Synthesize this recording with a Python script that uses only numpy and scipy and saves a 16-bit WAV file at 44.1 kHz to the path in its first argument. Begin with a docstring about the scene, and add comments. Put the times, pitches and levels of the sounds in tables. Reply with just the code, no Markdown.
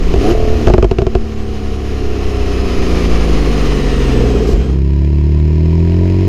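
"""A turbocharged flat-six sports car, from a microphone fixed to its tail, out in the wind.
The throttle blips for a downshift. Fuel bursts in the exhaust, and the volley of bangs ducks the
microphone's gain, which creeps back over a long overrun with turbo whistle, gear whine and road hiss.
Then a crossfade to a sheltered spot close beside the tailpipes, where the engine pulls from low revs,
its two cylinder banks puffing in turn."""
import sys
import numpy as np
from scipy import signal
from scipy.fft import rfft, irfft, next_fast_len
from scipy.io import wavfile
from scipy.ndimage import uniform_filter1d

SR = 44100
rng = np.random.default_rng(int(sys.argv[2]) if len(sys.argv) > 2 else 0)


def generate_wav(signal):
    """Clip the signal to [-1, 1] and save it as 16-bit WAV at the path in sys.argv[1]."""
    frames = np.transpose(np.atleast_2d(signal))
    scaled = np.clip(frames, -1, 1) * 32767
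    pcm = np.round(scaled).astype(np.int16)
    wavfile.write(sys.argv[1], SR, pcm)


N = 276948
T = np.arange(N) / SR
MID_SPEED = 28  # crank turns per second

# crank speed in the lower gear as the car slows: time_s, turns_per_s
ROAD_SPEED = [(.4, 39.5), (.8, 38.3), (1.24, 36.6), (2.3, 32.22), (2.75, 30.07), (3.6, 24.83),
              (4.45, 19.23)]
# spectrum of loose gas in the tailpipe: frequency_hz, level_db
GAS_SPECTRUM = [(50, -10.5), (90, -17), (170, -9.5), (220, 3), (280, 0.5), (350, -0.5), (425, 4.5),
                (490, -2), (580, -14.5), (720, -24), (830, -23), (1500, -37), (3000, -81)]
# spectrum of the road hiss: frequency_hz, level_db
HISS_SPECTRUM = [(400, -12.5), (700, 3), (860, -2.5), (1100, 2.5), (1300, 0), (1550, -5.5), (1850, -1.5),
                 (2100, -3.5), (3000, -2.5), (3450, -9), (3700, -9), (4150, -7.5), (4650, -11), (5050, -7),
                 (5600, -12.5), (6600, -12), (7900, -25.5), (9800, -26), (15400, -34)]
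# exhaust resonances, the first being gas bouncing in the silencer: pitch_hz, level_db, t60_s
EXHAUST_MODES = [(46.45, -3.5, 0.23), (102, -7.5, 0.062), (225, -5, 0.049), (370.5, -1.5, 0.08),
                 (439.3, -1.5, 0.04), (680.5, -9.5, 0.058), (1110, -27, 0.039), (1320, -26, 0.0047)]


def amp(db):
    """Decibels to gain."""
    return 10 ** (np.asarray(db) / 20)


def unit(x):
    """Scales to rms 1."""
    return x / np.sqrt(np.mean(x ** 2) + 1e-20)


def curve(rows):
    """Joins (time_s, value) points by straight lines."""
    return np.interp(T, *np.transpose(rows))


def ramp(start, length):
    """Rises from 0 to 1 in a straight line."""
    return np.clip((T - start) / length, 0, 1)


def spell(start, end, rise, fall):
    """Attack from the start, hold, release from the end."""
    return ramp(start, rise) * (1 - ramp(end, fall))


def lagged(x, seconds):
    """Follows a signal with a time constant."""
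    pole = np.exp(-1 / (seconds * SR))
    return signal.lfilter([1 - pole], [1, -pole], x)


def response(spectrum, hz):
    """Gain of a spectrum at given frequencies."""
    points_hz, db = np.transpose(spectrum)
    return amp(np.interp(np.log(hz + 1), np.log(points_hz + 1), db))


def colour(x, spectrum):
    """Filters by a spectrum and scales to rms 1."""
    size = next_fast_len(len(x) + 8192)
    gain = response(spectrum, np.fft.rfftfreq(size, 1 / SR))
    return unit(irfft(rfft(x, size) * gain, size)[:len(x)])


def noise():
    """White noise."""
    return rng.standard_normal(N)


def wander(hz):
    """Smooth random drift of rms 1, up to about the given rate."""
    return unit(irfft(rfft(noise()) * np.exp(-(np.fft.rfftfreq(N, 1 / SR) / hz) ** 2), N))


def pulses(cycles, uneven_db):
    """A click of slightly varying size at every whole cycle."""
    return np.diff(np.floor(cycles), prepend=np.floor(cycles[0])) * amp(uneven_db * noise())


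def ring(modes):
    """One dying sine per pipe mode; neighbouring modes leave the pipe with opposite sign."""
    t = np.arange(SR // 3) / SR
    return np.array([(-1) ** (k + 1) * amp(db - 60 * t / t60) * np.sin(2 * np.pi * hz * t)
                     for k, (hz, db, t60) in enumerate(modes)])


def add(mix, start_s, sound):
    """Adds a sound at a time."""
    part = mix[round(start_s * SR):][:len(sound)]
    part += sound[:len(part)]


def by_speed(speed, db, slope_db):
    """Gain of db at MID_SPEED, changing by slope_db per extra turn per second."""
    return amp(db + slope_db * (speed - MID_SPEED))


def crank_speed():
    """Turns per second: swept up by the downshift, then held to the road."""
    high_gear_speed = 28
    shifted = np.sin(np.pi / 2 * ramp(.15, .2)) ** 2
    return high_gear_speed + shifted * (curve(ROAD_SPEED) - high_gear_speed)


def engine_note(speed, turns, throttle):
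    """Crank harmonics through the tailpipe, at even loudness; throttle favours the firing orders."""
    # emphasis from uneven cylinders: crank_multiple, lift_db
    order_lift = [(4, 2), (5, -40), (7, -4.5), (8, 5), (9, 6), (10, -5), (11, 8), (12, 0.5), (13, 7.5),
                  (15, 0.5), (18, 6), (19, 3.5), (21, 7), (23, 5.5)]
    # tailpipe colour: frequency_hz, level_db
    pipe_spectrum = [(50, -22), (100, -7.5), (170, -4), (272, -3), (312, -7), (350, -4.5), (420, -0.5),
                     (480, -6.5), (560, -14), (630, -21.5), (730, -9.5), (830, -26.5), (1100, -29),
                     (1500, -27), (3000, -42)]
    lift_db = {round(k): db for k, db in order_lift}
    firing_orders = range(9, 44, 3)
    note = np.zeros(N)
    for k in (4, 5, *range(7, 44)):  # 3 and 6 belong to the drone
        db = lift_db.get(k, 0) + (k in firing_orders) * 9.5 * throttle + 1.5 * wander(22)
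        note += amp(db) * response(pipe_spectrum, k * speed) * np.cos(2 * np.pi * (k * turns + rng.random()))
    return note / np.sqrt(uniform_filter1d(note ** 2, size=8192))


def boom(speed, turns, throttle):
    """A low tone at twice the crank speed, lost under throttle and below a low edge."""
    edge_hz = 38.5
    low_cut = 1 + (edge_hz / (2 * speed)) ** 20
    return amp(-11.5 - 34 * throttle) / low_cut * np.cos(2 * np.pi * 2 * turns)


def drone(speed, turns, throttle):
    """The firing tone and its octave sweep through the resonances of the exhaust."""
    # low exhaust response: frequency_hz, level_db
    resonances = [(61, -7), (72, -25.5), (86, -21.5), (108, -15.5), (116, -19), (124, -12.5), (136, -19.5),
                  (170, -17.5), (193, -25), (222, -10), (240, -20.5)]
    tones = sum(response(resonances, k * speed) * np.cos(2 * np.pi * k * turns) for k in (3, 6))
    return amp(throttle) * tones  # 1 dB up in the blip


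def road_hiss(firing):
    """Hiss that flutters as the cylinders fire."""
    return colour(noise() * (8.9 + firing) * amp(.81 * wander(25)), HISS_SPECTRUM)


def coughing(turns):
    """One cylinder barks into the pipe and throbs once a turn, weakening through each spell."""
    # spells of coughing: start_s, end_s, bark_db, throb_db
    coughs = [(-.03, 0.107, -28, -3.5), (0.324, 0.54, -1, -6)]
    sag_db_per_s = 23
    bark = ring(EXHAUST_MODES[4:]).sum(0)  # a short cough excites only the upper modes
    barks = signal.oaconvolve(pulses(turns, uneven_db=1), bark)[:N]
    throb = -np.cos(2 * np.pi * turns)
    out = np.zeros(N)
    for start, end, bark_db, throb_db in coughs:
        envelope = spell(start, end, rise=.027, fall=.038) * amp(-sag_db_per_s * (T - start))
        out += envelope * (amp(bark_db) * barks + amp(throb_db) * throb)
    return out


def coasting(speed, throttle):
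    """Engine, ragged exhaust gas, road and gears from the tail, through downshift and overrun."""
    turns = np.cumsum(speed * (1 + .002 * wander(25))) / SR + .06
    burble_db = 6 * ramp(4.06, .17)  # the gas burbles up as the revs sink
    note = engine_note(speed, turns, throttle)
    note *= by_speed(speed, -18.5 + 8.5 * throttle + burble_db, slope_db=.13)
    firing = np.exp(-(3 * turns % 1) / .5) * amp(3 * wander(71))  # three firings a turn
    gas = colour(noise() * firing, GAS_SPECTRUM)
    gas *= by_speed(speed, -27.5 + 9 * throttle + burble_db, slope_db=-.98)
    lows = boom(speed, turns, throttle) + drone(speed, turns, throttle)
    rolling = amp(-27 + 5 * throttle) * (gear_whine(speed, turns) + road_hiss(firing))
    return note + gas + lows + coughing(turns) + rolling


def wind(tail_fader):
    """Lumpy air pressure on the microphone: it eases as the car slows, and is weak by the tailpipes."""
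    # buffeting: frequency_hz, level_db
    wind_spectrum = [(8, 7), (18, -18), (28, -1.5), (45, -3.5), (65, -7), (100, -21.5), (200, -22),
                     (400, -17), (900, -70)]
    exposed = by_speed(curve(ROAD_SPEED), -13.5, slope_db=.63) * tail_fader ** 2
    sheltered = amp(-33.5) * (1 - tail_fader)
    return (exposed + sheltered) * colour(noise(), wind_spectrum)


def whistle(hz, width_hz=260, flicker_db=1.5):
    """A fuzzy, flickering tone at the turbo's blade rate."""
    phase = 2 * np.pi * np.cumsum(hz) / SR
    tone = wander(width_hz) * np.cos(phase) + wander(width_hz) * np.sin(phase)
    return unit(tone * amp(flicker_db * wander(36)))


def turbo(speed, throttle):
    """The turbo runs away under throttle; on the overrun it spools up, then follows the crank."""
    # surges under throttle: start_s, end_s, from_hz, to_hz, base_level_db
    surges = [(0, .325, 7350, 13000, -54), (4.55, 4.72, 7350, 8770, -48)]
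    spool_start_s, spool_s, spool_from_hz = 1.31, .28, 6400
    mid_hz, db_per_octave, growth_s = 9700, -15, .081
    steady_hz = mid_hz + 233 * (speed - MID_SPEED)
    unspooled = np.exp(-np.maximum(T - spool_start_s, 0) / spool_s)
    hz = steady_hz + (spool_from_hz - steady_hz) * unspooled
    gain = amp(-55 + db_per_octave * np.log2(hz / mid_hz))
    out = spell(spool_start_s, 4.53, rise=.043, fall=.05) * gain * whistle(hz)
    for start, end, from_hz, to_hz, db in surges:
        growth = np.expm1(np.clip(T - start, 0, end - start) / growth_s)
        hz = from_hz + (to_hz - from_hz) * growth / growth[-1]
        out += spell(start, end, rise=.013, fall=.0045) * amp(db + 8 * throttle) * whistle(hz)
    return out


def bangs():
    """Each burst is a pressure blast with a short crack of gas at the tip; then the exhaust rings."""
    # fuel bursting in the exhaust: start_s, strength_db, relative_push_db, relative_crack_db
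    bursts = [(.139, -1, 1, 0.5), (0.16, -3, -7, -3), (.178, -6, 8, -9), (.211, -8, 7, -24),
              (0.311, -3, -8, 1.5), (0.61, -8, 3, -16), (.671, 7, -9, -2.5), (.683, 2.5, -0.5, -3),
              (0.7, 6.5, -6, -6), (0.738, 12.5, -5.5, -3.5), (0.781, 11.5, 2.5, -7),
              (0.8267, 12, -3.5, -2.5), (0.8443, 10.5, 0, -3), (0.9126, 12, -4, -1), (0.986, 11.5, -8, 0.5),
              (1.004, 3, -15, -21.5), (1.0189, 11, -18, -7), (1.0671, 9.5, 0, -2.5), (1.152, 11.5, 0.5, -4),
              (4.517, -15, 16, -13), (4.533, -12, 14, -20)]
    # gas cracking at the tip: frequency_hz, level_db
    crack_spectrum = [(300, 13), (800, 13.5), (1500, 6), (2000, -1), (2700, 6.5), (3600, -5), (5000, -5.5),
                      (7000, -12.5), (9000, -30), (15000, -59)]
    out, t = np.zeros(N), np.arange(SR // 3) / SR
    blast = 2.1 * (1 - t / .0045) * np.exp(-t / .0045) * (1 - np.exp(-t / .0012))
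    crack_envelope = (np.exp(-t / .003) + .25 * np.exp(-t / .011)) * (1 - np.exp(-t / .0002))
    for start, db, push_db, crack_db in bursts:
        heat = 1 + .025 * rng.standard_normal(len(EXHAUST_MODES))  # gas temperature shifts the modes
        modes = [(hz * shift, level, t60) for (hz, level, t60), shift in zip(EXHAUST_MODES, heat)]
        low_push, *pipe = ring(modes)
        crack = colour(rng.standard_normal(len(t)), crack_spectrum) * crack_envelope
        add(out, start, amp(db) * (blast + amp(push_db) * low_push + sum(pipe)))
        add(out, start - .0006, amp(db + crack_db - 10.5) * crack)
    return out


def gear_whine(speed, turns):
    """The gear teeth load up and sing as the wheels drive the engine."""
    # gear tones, before the hiss spectrum colours them: crank_multiple, level_db
    gears = [(42, -15), (78, -13), (84, -10), (126, -12), (165, -9), (168, -14)]
    whine = np.zeros(N)
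    for k, db in gears:
        gain = amp(db + 2.8 * wander(18)) * response(HISS_SPECTRUM, k * speed)
        whine += gain * np.cos(2 * np.pi * round(k) * turns + wander(23))
    return whine * ramp(1.2, .8)


def pulling():
    """Beside the tailpipes the banks puff in turn, ring and rasp, growing with the revs."""
    # the crank under load: time_s, turns_per_s
    pull_speed = [(4.6, 22.06), (4.85, 22.75), (5.1, 24.22), (5.35, 24.88), (5.6, 26.41), (5.8, 27.94),
                  (6.05, 29.97), (6.28, 31.67)]
    # one exhaust puff: frequency_hz, level_db
    puff_spectrum = [(20, -25.5), (42, 4), (75, 2.5), (120, -7.5), (165, -2), (210, -18), (280, -16),
                     (400, -26), (800, -62), (3000, -110)]
    # tailpipe resonances: pitch_hz, level_db, t60_s
    tip_modes = [(318, 2.5, 0.052), (383.3, 5.5, 0.052), (665, -10.5, 0.034), (940, -27, 0.069),
                 (1840, -34, .02), (2450, -26.5, 0.046)]
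    # rasp at the tip: frequency_hz, level_db
    rasp_spectrum = [(300, -25), (520, -4), (660, -3), (800, -19.5), (960, -1), (1150, -17), (1480, -19),
                     (1820, -13), (2150, -14), (2480, -12.5), (3300, -19.5), (3600, -24.5), (4000, -19),
                     (4700, -23), (5150, -18.5), (5850, -30.5), (6300, -27), (7200, -30), (8300, -43),
                     (13000, -40.5), (15400, -53.5)]
    speed = curve(pull_speed)
    cycles = np.cumsum(speed * 3 / 2) / SR - .53  # a bank fires three times in two turns
    lag = .5434  # the far bank's puff comes a little over half a cycle later
    puffs = pulses(cycles, uneven_db=.5) + pulses(cycles - lag, uneven_db=.5)
    thud = by_speed(speed, -9, slope_db=.24) * colour(puffs, puff_spectrum)
    front = cycles + .04  # the valve's sharp front runs ahead of the puff
    # the near bank leads in both ring and rasp
    strikes = pulses(front, uneven_db=.8) + .25 * pulses(front - lag, uneven_db=.8)
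    pipe = unit(signal.oaconvolve(strikes, -ring(tip_modes).sum(0))[:N])
    flow = .55 + np.exp(-(front % 1) / .13) + .35 * np.exp(-((front - lag) % 1) / .13)
    rasp = colour(noise() * flow * amp(.61 * wander(55)), rasp_spectrum)
    rasp *= by_speed(speed, -35.5, slope_db=.72)
    gas = amp(-11) * colour(noise() * np.sqrt(flow), GAS_SPECTRUM)
    return thud + rasp + by_speed(speed, -24, slope_db=1) * (pipe + gas)


def bypass_sigh():
    """The turbo lets off one short breath of air as the throttle opens again."""
    # bypass air: frequency_hz, level_db
    air_spectrum = [(1500, -18), (5000, 9), (7000, 3), (9000, -7), (15000, -10)]
    return spell(4.45, 4.53, rise=.031, fall=.03) * amp(-33) * colour(noise(), air_spectrum)


def scene():
    """Mono: the spot on the tail crossfades into the spot beside the tailpipes."""
    speed = crank_speed()
    throttle = spell(.17, .311, rise=.075, fall=.041)  # the downshift blip
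    tail_fader = (1 - ramp(4.095, .72)) ** .75
    pipe_fader = ramp(4.35, .43)
    tail = coasting(speed, throttle) + turbo(speed, throttle) + bypass_sigh()
    return (tail * tail_fader + bangs() + pulling() * pipe_fader + wind(tail_fader))[None]


def record(dry):
    """Gain control ducks under the bangs and creeps back; missed peaks saturate; then the band limit."""
    threshold_db, recover_db_per_s, sense_s, duck_s = -7.5, 7, .049, .035
    opening_duck_db = 5.5  # the microphone starts already turned down, then creeps back up
    knee_sharpness, cutoff_hz = 8, 15500
    over_db = 10 * np.log10(lagged(dry[0] ** 2, sense_s) + 1e-12) - threshold_db
    recovery_db = recover_db_per_s * T
    peak_db = np.maximum.accumulate(np.maximum(over_db + recovery_db, opening_duck_db))
    held_db = np.maximum(peak_db - recovery_db, 0)
    ducked = dry / amp(opening_duck_db + lagged(held_db - opening_duck_db, duck_s))
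    saturated = ducked / (1 + abs(ducked) ** knee_sharpness) ** (1 / knee_sharpness)
    lowpass = signal.firwin(511, cutoff_hz, window=("kaiser", 9), fs=SR)
    return signal.oaconvolve(saturated, lowpass[None], "same")


dry = scene()
out = record(dry)
generate_wav(out)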